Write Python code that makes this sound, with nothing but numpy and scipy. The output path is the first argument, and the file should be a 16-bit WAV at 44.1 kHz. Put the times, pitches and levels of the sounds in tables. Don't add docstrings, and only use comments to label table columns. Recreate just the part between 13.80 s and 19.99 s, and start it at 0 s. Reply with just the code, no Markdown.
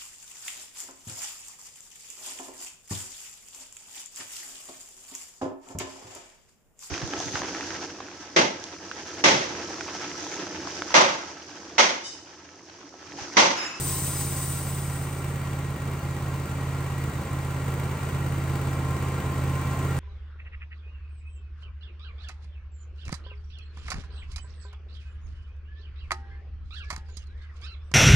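import sys
import numpy as np
from scipy import signal
from scipy.fft import rfft, irfft
from scipy.io import wavfile
from scipy.ndimage import uniform_filter1d

SR = 44100
rng = np.random.default_rng(int(sys.argv[2]) if len(sys.argv) > 2 else 0)


def dump_mix(stems):
    frames = np.atleast_2d(stems).T
    limited = np.clip(frames, -1, 1)
    pcm = np.round(limited * 32767).astype(np.int16)
    wavfile.write(sys.argv[1], SR, pcm)


N = 272961
TIME = np.arange(N) / SR
HZ = np.maximum(np.arange(N // 2 + 1) * SR / N, 1)

# [place/share of the cycle, level/dB]
FIRINGS = [(.194, -0.46), (.81, -1.6)]


def amp(db):
    return 10 ** (np.asarray(db) / 20)


def columns(rows, at):
    x, *rest = np.transpose(rows)
    return [np.interp(at, x, column) for column in rest]


def over_hz(rows):
    rows = np.array(rows, float)
    log_rows = np.c_[np.log(rows[:, 0]), rows[:, 1:]]
    return columns(log_rows, np.log(HZ))


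def peaks(modes):
    power = 1
    for hz, width_hz, db in modes:
        extra = amp(2 * max(db, 0)) - 1
        power = power + extra / (1 + (2 * (HZ - hz) / width_hz) ** 2)
    return np.sqrt(power)


def small_modes(width_hz, db, count):
    steps = (np.arange(count) + rng.random(count)) / count
    return peaks([(hz, width_hz, db) for hz in 2500 + 13000 * steps])


def resonate(x, hz, width_hz):
    r = np.exp(-np.pi * width_hz / SR)
    poles = [1, -2 * r * np.cos(2 * np.pi * hz / SR), r * r]
    return signal.lfilter([(1 - r * r) / 2, 0, (r * r - 1) / 2], poles, x)


def drift(rate_hz):
    r = np.exp(-2 * np.pi * rate_hz / SR)
    slow = signal.lfilter([1], [1, -2 * r, r * r], rng.standard_normal(N + SR))[SR:]
    return slow / slow.std()


def unit(spectra):
    return spectra * N / np.sqrt(2 * np.sum(abs(spectra[0]) ** 2))


def crank():
    # [t/s, rate/cycles per s]
    speed = [(0, 17.565), (.884, 17.436), (1.769, 17.37), (2.653, 17.206), (3.537, 17.111), (4.421, 17.183),
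             (5.306, 16.949), (6.19, 17.041)]
    rate, = columns(speed, np.arange(-SR, N) / SR)
    cycles = np.cumsum(rate) / SR
    return cycles - cycles[SR - 1]


def once_a_cycle(pattern, scatter_db):
    trains = np.full((len(pattern), N + SR), 1e-18)
    cycles = crank()
    for train, (share, db) in zip(trains, pattern):
        at = np.flatnonzero(np.diff(np.floor(cycles - share)))
        train[at] = amp(db + scatter_db * rng.standard_normal(200)[:len(at)])
    return trains


def pipe(clicks, modes):
    out = 0
    for k, (hz, width_hz, db) in enumerate(modes):
        puff = resonate(resonate(clicks, hz, width_hz), hz, width_hz)
        out = out + (-1) ** (k + 1) * amp(db) * puff
    return out[SR:]


def throb(level_db):
    # [t/s, share of a full puff; below 0 the pipe sucks back]
    misses = [(0.187, 0.59), (1.966, -0.59), (2.197, 0.018), (2.661, -0.24), (3.301, -0.36), (3.418, -0.36),
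              (3.477, 0.052), (3.828, 0.8), (4.177, -0.037), (4.293, 0.22), (5.172, 0.043), (5.407, -0.44),
              (5.525, 0.28), (5.819, 0.59), (5.937, 0.23)]
    # [f/Hz, width of each pass/Hz, gain/dB]
    muffler = [(72.7, 35, 55), (137.7, 29, 59.5), (198.6, 36.3, 42.5)]
    # [place/share of the cycle, level/dB]
    intake_strokes = [(.114, -3.6), (.732, 0)]
    # [f/Hz, width of each pass/Hz, gain/dB]
    air_box = [(79.6, 22.4, 50.5), (180.8, 18.5, 48.5)]

    first, second = once_a_cycle(FIRINGS, scatter_db=1.2)
    fired = np.flatnonzero(first > 1e-6)
    for s, share in misses:
        nearest = fired[np.argmin(abs(fired / SR - 1 - s))]
        first[nearest] *= share
    gulps = sum(once_a_cycle(intake_strokes, scatter_db=1.1))
    return amp(level_db) * (pipe(first + second, muffler) - pipe(gulps, air_box))


def hum(level_db, waver_db):
    orders = (12, 15, 16, 19, 20)
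    order_db = (-17, -21, -12, -24.5, -21)
    turn = 2 * np.pi * crank()[SR:]
    out = 0
    for order, db in zip(orders, order_db):
        gain = amp(level_db + db + waver_db * drift(3.4))
        out = out + gain * np.sin(order * turn + 2 * np.pi * rng.random())
    return out


def songs():
    # [start t/s, length/s, level/dB]; start and end are the half-gain points of the edges
    outbursts = [(.06, 0.13, -44.5), (0.547, 0.085, -44), (1.82, .12, -53), (2.3, 0.27, -53),
                 (3.47, .13, -44), (4.302, 0.11, -47), (4.64, 0.13, -49), (4.92, 0.42, -42),
                 (5.42, 0.17, -39.5), (5.693, 0.37, -39)]
    edge_s = 0.055
    out = 0
    for s, length, db in outbursts:
        inside = np.minimum(TIME - s, s + length - TIME)
        out = out + amp(db) * np.clip(inside / edge_s + .5, 0, 1)
    return out


def cover(hz, rest_db, sway_db, outbursts):
    waver = 0.00343
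    pitch = hz * (1 + waver * drift(7.86))
    tone = np.sin(2 * np.pi * np.cumsum(pitch) / SR)
    murmur = amp(rest_db + sway_db * drift(3.1))
    return (murmur + outbursts) * tone


def knock(body_s):
    jolts = sum(once_a_cycle(FIRINGS, scatter_db=1.5))
    rattle = rng.standard_normal((3, SR // 5)) * np.exp(-np.arange(SR // 5) / (body_s * SR))
    out = signal.fftconvolve(jolts[None], rattle, axes=1)[:, SR:SR + N]
    return out / out.std()


def clatter(level_db, swing_db, patchy_db):
    # [place/share of the cycle, level/dB]
    valves = [(.205, 0), (.56, -3), (.885, -5)]
    # [f/Hz, weight of the valve bursts/dB, share of the engine's swing in loudness]
    bands = [(500, -22, 0.96), (1800, -7.5, 0.82), (5000, -5, 0.5), (8500, -6, 0.5), (13000, -1, .4),
             (15300, 5, .45)]
    # [f/Hz, level/dB per Hz]
    density = [(30, -12), (80, 2.5), (200, 4.5), (400, 4.5), (800, 0), (1250, -1.5), (1700, -6.5),
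               (2300, -7.5), (3200, -15), (5000, -21), (8000, -17), (10500, -20.5), (13000, -26.5),
               (15500, -18.5)]
    # [f/Hz, width/Hz, height/dB]
    sheet_metal = [(336, 34, 3.5), (444, 6.9, 2.5), (821, 18, 5), (890, 15, 3.5), (1018, 30, 6),
                   (1126, 32, 6.5), (1350, 19, 1.5), (1379, 38, 9), (1591, 16, 7.5), (1620, 16, 1.5),
                   (1870, 20, 6.5), (1917, 38, 5.5), (1920, 29, 5.5), (2115, 39, 6), (2344, 51, 6),
                   (3450, 21, 1.5), (3890, 45, 2.5), (4500, 130, 4), (6900, 45, 3.5), (2580, 200, -1)]
    valve_fade_s, knock_db = 0.0062, -6

    fade = np.exp(-2 / (valve_fade_s * SR))
    burst = signal.lfilter([1], [1, -fade], sum(once_a_cycle(valves, scatter_db=1.5)) ** 2)
    burst = uniform_filter1d(burst, size=90)[SR:]
    source = rng.standard_normal((3, N)) + amp(knock_db) * knock(body_s=0.022)
    out = 0
    for k, (_, db, follows) in enumerate(bands):
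        loudness = amp(follows * swing_db + patchy_db * drift(5.0))
        gain = np.sqrt(1 + 4 * burst * amp(2 * db)) * loudness
        share = over_hz([(hz, j == k) for j, (hz, *_) in enumerate(bands)])[0]
        out = out + share * rfft(source * gain / np.sqrt(np.mean(gain ** 2)))
    return unit(out * amp(over_hz(density)[0]) * peaks(sheet_metal)) * amp(level_db)


def blade_level():
    # [t/s, lift/dB]
    grazes = [(.09, 1.5), (.2, 2), (.41, 2.5), (.63, 4), (.75, 2), (.89, 3), (1.14, 3), (1.235, 3)]
    rise_s, fall_s = 0.021, 0.017
    fall = 8 * TIME
    fall = fall + 12 * np.maximum(TIME - 0.75, 0)
    fall = fall + 38 * np.maximum(TIME - 1.55, 0)
    lift = 0
    for s, db in grazes:
        lift = lift + db * np.exp(np.minimum((TIME - s) / rise_s, (s - TIME) / fall_s))
    return -31 - fall + lift


def blade(flutter_db):
    # [f/Hz, level/dB per Hz]
    hiss = [(800, -31), (2000, -13.5), (4000, -13.5), (6000, -10.5), (7400, -10.5), (7700, -0.5),
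            (9300, -1.5), (10000, -6.5), (12000, -11.5), (13500, -8.5), (15500, -5)]
    # [f/Hz, width/Hz, height over the hiss/dB]
    band_modes = [(3050, 38, 7), (3430, 18, 7), (3840, 45, 8.5), (4100, 40, 2.5), (4540, 40, 4.5),
                  (5130, 100, 7.5), (6130, 50, 7), (6450, 98, 6), (6730, 32, 7.5), (7100, 99, 2.5),
                  (7400, 18, 11), (7940, 19, 8), (7980, 22, 5.5), (8300, 30, 7.5), (8760, 40, 6),
                  (8900, 71, 5), (9100, 44, -1), (9150, 34, 6), (9200, 34, 8)]
    gain = amp(blade_level() + flutter_db * drift(25))
    noise = rfft(rng.standard_normal((3, N)) * gain)
    shaped = unit(noise * amp(over_hz(hiss)[0]) * peaks(band_modes))
    return shaped * np.sqrt(np.mean(gain ** 2))


def ports(common, left, right):
    # [f/Hz, left-right likeness, left's lead/half turns, left over right/dB]
    # the sides are opposite from 10 to 12 kHz and alike again from 13 to 15 kHz
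    port_pair = [(30, .99, -0.05, -.1), (60, .99, 0, 0), (135, 0.87, 0.04, -2), (250, 1, 0.05, -.6),
                 (400, 0.96, 0.0652, -0.8), (700, 0.7, -0.05, 0), (1100, .72, 0, .6), (1600, .4, -.2, 0),
                 (2100, .7, 0, 1), (3100, .5, .3, 0), (4100, .55, .1, 0), (5400, .2, .3, 2),
                 (6900, .5, .45, 4.5), (7700, .3, .45, 6), (8000, .85, -.05, 3), (8500, .92, -.08, 1),
                 (9300, .85, -.3, 0), (9750, .65, -.55, 0), (10150, 1, -1, 0), (12300, 1, -1, 0),
                 (12600, .5, -1.5, 0), (13400, .9, -1.95, 0), (14800, 1, -2, 0), (15700, .75, -2.3, 1)]
    alike, half_turns, balance_db = over_hz(port_pair)
    alike = np.clip(alike, 0, 1)
    turn = np.exp(.5j * np.pi * half_turns) * amp(balance_db / 2)
    direct, scattered = np.sqrt(alike) * common, np.sqrt(1 - alike)
    return irfft([turn * (direct + scattered * left), (direct + scattered * right) / turn], N)


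def scene():
    # [t/s, level/dB]
    engine = [(0, -31.5), (1.1, -31.5), (2.3, -31), (3.2, -30), (3.6, -30), (4.1, -29), (4.9, -28.5),
              (6.19, -27)]
    engine_db, = columns(engine, TIME)
    low_cover = cover(1051, rest_db=-55.5, sway_db=2.5, outbursts=songs())
    high_cover = cover(1892, rest_db=-53.5, sway_db=1.5, outbursts=0)
    tones = rfft(throb(engine_db) + hum(engine_db, waver_db=0.4) + low_cover + high_cover)
    noise = clatter(level_db=-36, swing_db=engine_db - engine_db.mean(), patchy_db=0.33)
    noise = noise + blade(flutter_db=0.9)
    noise = noise * small_modes(width_hz=29.6, db=6.5, count=64)
    return ports(noise[0] + tones, noise[1], noise[2])


def record(dry):
    low_pass = signal.ellip(12, .5, 70, 15780, fs=SR, output="sos")
    return signal.sosfilt(low_pass, dry)


dry = scene()
out = record(dry)
dump_mix(out)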